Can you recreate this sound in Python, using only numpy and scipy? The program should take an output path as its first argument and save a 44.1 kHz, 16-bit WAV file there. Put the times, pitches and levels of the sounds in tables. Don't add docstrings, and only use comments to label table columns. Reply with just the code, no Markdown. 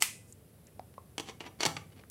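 import sys
import numpy as np
from scipy import signal
from scipy.fft import rfft, irfft
from scipy.io import wavfile
from scipy.ndimage import uniform_filter1d

SR = 44100
rng = np.random.default_rng(int(sys.argv[2]) if len(sys.argv) > 2 else 0)


def file_out(sig):
    cols = np.atleast_2d(sig).T
    lim = np.clip(cols, -1, 1)
    pcm = np.round(lim * 32767).astype(np.int16)
    wavfile.write(sys.argv[1], SR, pcm)


N = 93006

# [f/Hz, level/dB]
AIR_SPECTRUM = [(18, -51), (30, -14), (59, -1), (100, 0), (245, -9), (303, -14), (461, -12.5), (988, -27),
                (1910, -30.5), (6720, -36.5), (10800, -28), (16000, -36.5)]
# [f/Hz, level/dB]
AIR_SIDE_SPECTRUM = [(30, -42), (100, -25), (1000, -23.5), (4000, -21.5), (10000, -9), (16000, -8)]
AIR_RMS_DB = -56.5

# [f/Hz, t60/s]
ROOM_DECAY = [(100, 1), (500, 0.28), (1100, 0.2347), (2000, 0.3443), (5000, 0.3032), (9000, 0.41),
              (15000, 0.2)]
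# [f/Hz, level/dB]
ROOM_STRENGTH = [(100, 1.5), (500, -7.5), (1200, -3), (2200, -9.5), (4000, -11), (9000, -9.5), (15000, -1)]
EARLY_DB, EARLY_T60_S, EARLY_DELAY_S, TAIL_DELAY_S = -15.5, 0.031, 0.003, 0.006
HAND_ROOM_DB, MOUNT_ROOM_DB = -9, -1.5

# [t/s, pitch f/Hz, level/dB, t60/s, thud level/dB, tick level/dB]
FINGER_TAPS = [(0.7947, 746, 6.5, 0.018, -10.5, -20.5), (0.9798, 1082, 4.5, 0.027, -3, -29)]
# [f/Hz, level/dB]
TAP_TICK_COLOUR = [(400, -19.5), (1300, 2.5), (2400, 0), (3000, -16), (3900, -5), (4400, -12), (5000, -3),
                   (6500, -20), (16000, -24)]
# [t/s, level/dB, centre f/Hz, width/octaves]
GRIP_TICKS = [(0.3251, -16, 7600, 0.21), (0.6696, -26, 6880, 0.3), (0.9406, -30.5, 1534, 1),
              (2.0369, -17.5, 1490, 0.43), (2.0995, -22.5, 6900, 0.95)]
# [t/s, length/s, level/dB, centre f/Hz, width/octaves]
SKIN_BRUSHES = [(0.25, 0.096, -57.5, 7920, 0.39), (0.661, 0.038, -54, 2244, 0.31),
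                (1.573, 0.034, -34, 270, 0.45), (1.938, 0.047, -29.5, 205, 0.33)]
THUD_HZ, THUD_T60_S = 510, 0.019
FINGER_SOFT_HZ, TICK_T60_S = 1390, 0.0087

# [t/s, level/dB, dense ring t60/s]
CATCH_SNAP = (0.0224, 0, 0.012)
# [f/Hz, level/dB]
CATCH_COLOUR = [(100, -31), (280, -39.5), (440, -4), (660, -20), (1250, 7), (1650, 1.5), (2500, 4),
                (3700, 5.5), (6000, 3), (8500, 9.5), (12000, 5.5), (15500, -1)]
# [f/Hz, level/dB, t60/s]
CATCH_MODES = [(875, 12, 0.031), (2040, 20.5, 0.016), (2734, 8.36, 0.016), (3040, 18.3, 0.013),
               (4470, 12.5, 0.013), (5310, 9, 0.022), (5830, 8.3, 0.018), (6970, 12, 0.0083),
               (8000, 18.3, 0.014), (8980, 17, 0.04)]
# [f/Hz, level/dB, t60/s]
CATCH_SPRING_MODES = [(2005, 18, .45), (2470, 16, .48), (2633, 13.5, .45), (5141, 11, .4), (7200, 7, 0.35)]
# [f/Hz, level/dB]
CATCH_SPILL = [(100, -23), (650, -4), (1000, 0.5), (1600, 1), (2100, 14), (3000, 12.5), (3800, 10),
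               (5300, 12), (9000, 11.5), (15500, -7)]

# [t/s, level/dB, bass/dB, treble/dB, t60/s, favoured band f/Hz, band level/dB]
BAYONET_CLACKS = [(1.1804, -5.5, 5, 4, 0.013, 3110, 9.5), (1.1977, -7.5, 8, 1.5, 0.0074, 3180, 8.5),
                  (1.2050, -16.5, 4, 5, 0.015, 6220, 8), (1.2866, -13.5, 9, -4, 0.015, 1700, 6),
                  (1.2961, -15, 7.5, -12, 0.015, 2900, -15), (1.4052, -12, 8.5, -7.5, 0.017, 2840, 11.5),
                  (1.4107, -18, -2, -7, 0.019, 820, 8.5), (1.4625, -21.5, 11, -2, 0.0093, 2120, 3),
                  (1.6056, -2.5, 2.5, -1, 0.011, 4520, 11), (1.6128, -6.5, -18, 0, 0.033, 4600, 2),
                  (1.6261, -3, -12, -7.5, 0.033, 4530, -1), (1.6316, 5.5, -3.5, -5, 0.019, 5960, 4.5),
                  (1.6525, 5, 1, 1, 0.013, 4570, 5), (1.6600, 0.5, 3.5, -11, 0.031, 905, 10),
                  (1.6614, 1.5, -4.5, 7.5, 0.016, 1760, 5.5), (1.7660, -3.5, -11, -11.5, 0.022, 2360, 4),
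                  (1.7690, -14, -11, -12, 0.028, 1170, 13.5)]
# [t/s, length/s, level/dB, treble/dB, favoured band f/Hz]
METAL_SCRAPES = [(0, 0.027, -43, 17, 2700), (1.255, 0.062, -42, -2.5, 2900),
                 (1.389, 0.061, -53.5, -5.5, 2980), (1.432, .05, -41.5, -15.5, 2150),
                 (1.588, 0.068, -38, -5.5, 4520), (1.659, 0.047, -39, -44, 890),
                 (1.901, 0.12, -55, -13, 4700)]
# [f/Hz, level/dB]
BARREL_TINT = [(70, -21), (170, -4), (320, 2), (900, -1), (1500, -1.5), (2500, -0.5), (3900, -3.5),
               (7500, -5), (10000, -12.5), (15500, -28)]
# [f/Hz, half width/Hz, level/dB]
BARREL_RESONANCES = [(315, 45, 5), (450, 35, 3), (790, 65, 7), (1030, 50, 3), (2210, 80, 5), (2930, 90, 5),
                     (3380, 90, 4), (4500, 130, 7), (5860, 130, 7)]
# [t/s, level/dB]
LOCK_THUMP = (1.661, 4.8)
# [f/Hz, level/dB, t60/s]
LOCK_MODES = [(99, 16, .6), (161, 16, .5), (112, 12, .12), (150, 6, .07), (330, 4, .3), (431, 4, .3),
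              (662, 9, .28), (771, 8, .28), (918, 10, .22), (1313, 12, .28), (4609, 10, .14)]
BASS_HZ, TREBLE_HZ, BAND_HALF_WIDTH_HZ = 540, 5330, 210
CONTACT_RISE_S, LOCK_RISE_S, CHATTER_S = 0.00053, 0.013, 0.0016
GRAINS_PER_S, FIRM_DB, GRAIN_SPREAD_DB = 1500, -37, 2.5
SCRAPE_PEAK = 0.68
SCRAPE_BASS_DB, SCRAPE_BAND_DB, SCRAPE_T60_S = 2.3, 3.5, 0.015

LOW_CUT_HZ, EDGE_HZ = 71, 15850


def amp(db):
    return 10 ** (np.asarray(db) / 20)


def read(points, hz):
    f, value = np.transpose(points)
    return np.interp(np.log(hz + 1), np.log(f + 1), value)


def add(mix, s, sound):
    part = mix[max(round(s * SR), 0):][:len(sound)]
    part += sound[:len(part)]


def bins(size=4096):
    return np.fft.rfftfreq(size, 1 / SR)


def causal(db):
    mirrored_db = np.r_[db, db[-2:0:-1]]
    log_gain = np.log(amp(np.maximum(mirrored_db, -100)))
    return np.fft.ifft(np.exp(np.conj(signal.hilbert(log_gain)))).real


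def hump(centre, width):
    octaves = np.log2((bins() + 1) / centre)
    return -10 * np.log10(1 + (octaves / width) ** 4)


def soften(x, rise_s=CONTACT_RISE_S):
    t = np.arange(len(x)) / SR
    return x * np.minimum(t / rise_s, 1)


def burst(t60, hold=0., size=4096, count=4):
    t = np.arange(size) / SR
    x = rng.standard_normal(size) * amp(-60 * np.maximum(t - hold, 0) / t60)
    for _ in range(count):
        power = uniform_filter1d(abs(rfft(x)) ** 2, size=30)
        flatten = causal(-10 * np.log10(abs(power) + 1e-9))
        x = irfft(rfft(x) * rfft(flatten))
    return x


def ring(modes, size=30000):
    t = np.arange(size) / SR
    total = np.zeros(size)
    for k, (hz, db, t60) in enumerate(modes):
        height_to_amplitude = 2 * np.log(1000) / (t60 * SR)
        decay = amp(db - 60 * t / t60)
        total += (-1) ** k * height_to_amplitude * decay * np.sin(2 * np.pi * hz * t)
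    return total


def air():
    mid, side = rfft(rng.standard_normal((2, N))) * amp(read(AIR_SPECTRUM, bins(N)))
    side = irfft(side * amp(read(AIR_SIDE_SPECTRUM, bins(N))), N)
    mid = irfft(mid, N)
    return amp(AIR_RMS_DB) / mid.std() * (mid + np.array([side, -side]))


def room(x, size=32768):
    hz, t, z = signal.stft(rng.standard_normal(size), SR, nperseg=256)
    t60 = read(ROOM_DECAY, hz)[:, None]
    decay = amp(read(ROOM_STRENGTH, hz)[:, None] - 60 * t / t60)
    unit_energy = np.sqrt(2 * np.log(1000) / (t60 * SR))
    diffuse = signal.istft(z * decay * unit_energy, SR, nperseg=256)[1]
    response = np.zeros(size)
    add(response, TAIL_DELAY_S, diffuse)
    add(response, EARLY_DELAY_S, amp(EARLY_DB) * burst(EARLY_T60_S))
    return signal.fftconvolve(x, response)[:N]


def hands():
    out = np.zeros(N)
    fingertip = causal(-10 * np.log10(1 + (bins() / FINGER_SOFT_HZ) ** 8))
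    for s, pitch, db, t60, thud_db, tick_db in FINGER_TAPS:
        hollow = ring([(pitch, db, t60), (THUD_HZ, thud_db, THUD_T60_S)])
        add(out, s, signal.fftconvolve(hollow, fingertip))
        tick = signal.fftconvolve(burst(TICK_T60_S), causal(read(TAP_TICK_COLOUR, bins())))
        add(out, s, amp(tick_db) * tick)
    for s, db, centre, width in GRIP_TICKS:
        tick = signal.fftconvolve(burst(TICK_T60_S), causal(hump(centre, width)))
        add(out, s, amp(db) * tick)
    for s, length, db, centre, width in SKIN_BRUSHES:
        swell = np.hanning(round(length * SR))
        friction = swell * rng.standard_normal(len(swell))
        add(out, s, amp(db) * signal.fftconvolve(friction, causal(hump(centre, width))))
    return out


def catch():
    near, spill = np.zeros((2, N))
    s, db, t60 = CATCH_SNAP
    dense = signal.fftconvolve(burst(t60), causal(read(CATCH_COLOUR, bins())))
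    add(near, s, soften(dense))
    add(near, s, soften(ring(CATCH_MODES) + ring(CATCH_SPRING_MODES)))
    add(spill, s, causal(read(CATCH_SPILL, bins())))
    return amp(db) * (near + room(spill))


def barrel(bass_db, treble_db, band_hz, band_db):
    hz = bins()
    level = read(BARREL_TINT, hz)
    for centre, width, db in BARREL_RESONANCES + [(band_hz, BAND_HALF_WIDTH_HZ, band_db)]:
        level = level + db / (1 + ((hz - centre) / width) ** 2)
    bass = bass_db / (1 + (hz / BASS_HZ) ** 2)
    treble = treble_db * (1 - 1 / (1 + (hz / TREBLE_HZ) ** 4))
    return causal(level + bass + treble)


def clacks():
    out = np.zeros(N)
    for s, db, bass_db, treble_db, t60, band_hz, band_db in BAYONET_CLACKS:
        answer = barrel(bass_db, treble_db, band_hz, band_db)
        knock = signal.fftconvolve(burst(t60, CHATTER_S), answer)
        add(out, s, amp(db) * soften(knock))
    return out


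def lock_thump():
    out = np.zeros(N)
    s, db = LOCK_THUMP
    add(out, s, amp(db) * soften(ring(LOCK_MODES), LOCK_RISE_S))
    return out


def scrapes():
    out = np.zeros(N)
    for s, length, db, treble_db, band_hz in METAL_SCRAPES:
        slipping = rng.random(N) < GRAINS_PER_S * amp(db - FIRM_DB) / SR
        sign = rng.choice([-1, 1], N)
        strength = amp(GRAIN_SPREAD_DB * np.minimum(rng.exponential(1, N), 3))
        slips = slipping * sign * strength
        progress = np.arange(0, length, 1 / SR) / length
        push = np.sqrt(np.interp(progress, [0, SCRAPE_PEAK, 1], [0, 1, 0]))
        grains = push * slips[:len(push)] / slips.std()
        drive = signal.fftconvolve(grains, burst(SCRAPE_T60_S))
        answer = barrel(SCRAPE_BASS_DB, treble_db, band_hz, SCRAPE_BAND_DB)
        add(out, s, amp(db) * signal.fftconvolve(drive, answer))
    return out


def bayonet():
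    return clacks() + lock_thump() + scrapes()


def scene():
    mix = air() + catch()
    for source, room_db in [(hands(), HAND_ROOM_DB), (bayonet(), MOUNT_ROOM_DB)]:
        mix = mix + source + amp(room_db) * room(source)
    return mix


def record(dry):
    low_cut = signal.butter(4, LOW_CUT_HZ, "high", fs=SR, output="sos")
    x = signal.sosfilt(low_cut, dry)
    edge = signal.firwin(511, EDGE_HZ, window=("kaiser", 9), fs=SR)
    return signal.oaconvolve(x, edge[None], "same")


dry = scene()
out = record(dry)
file_out(out)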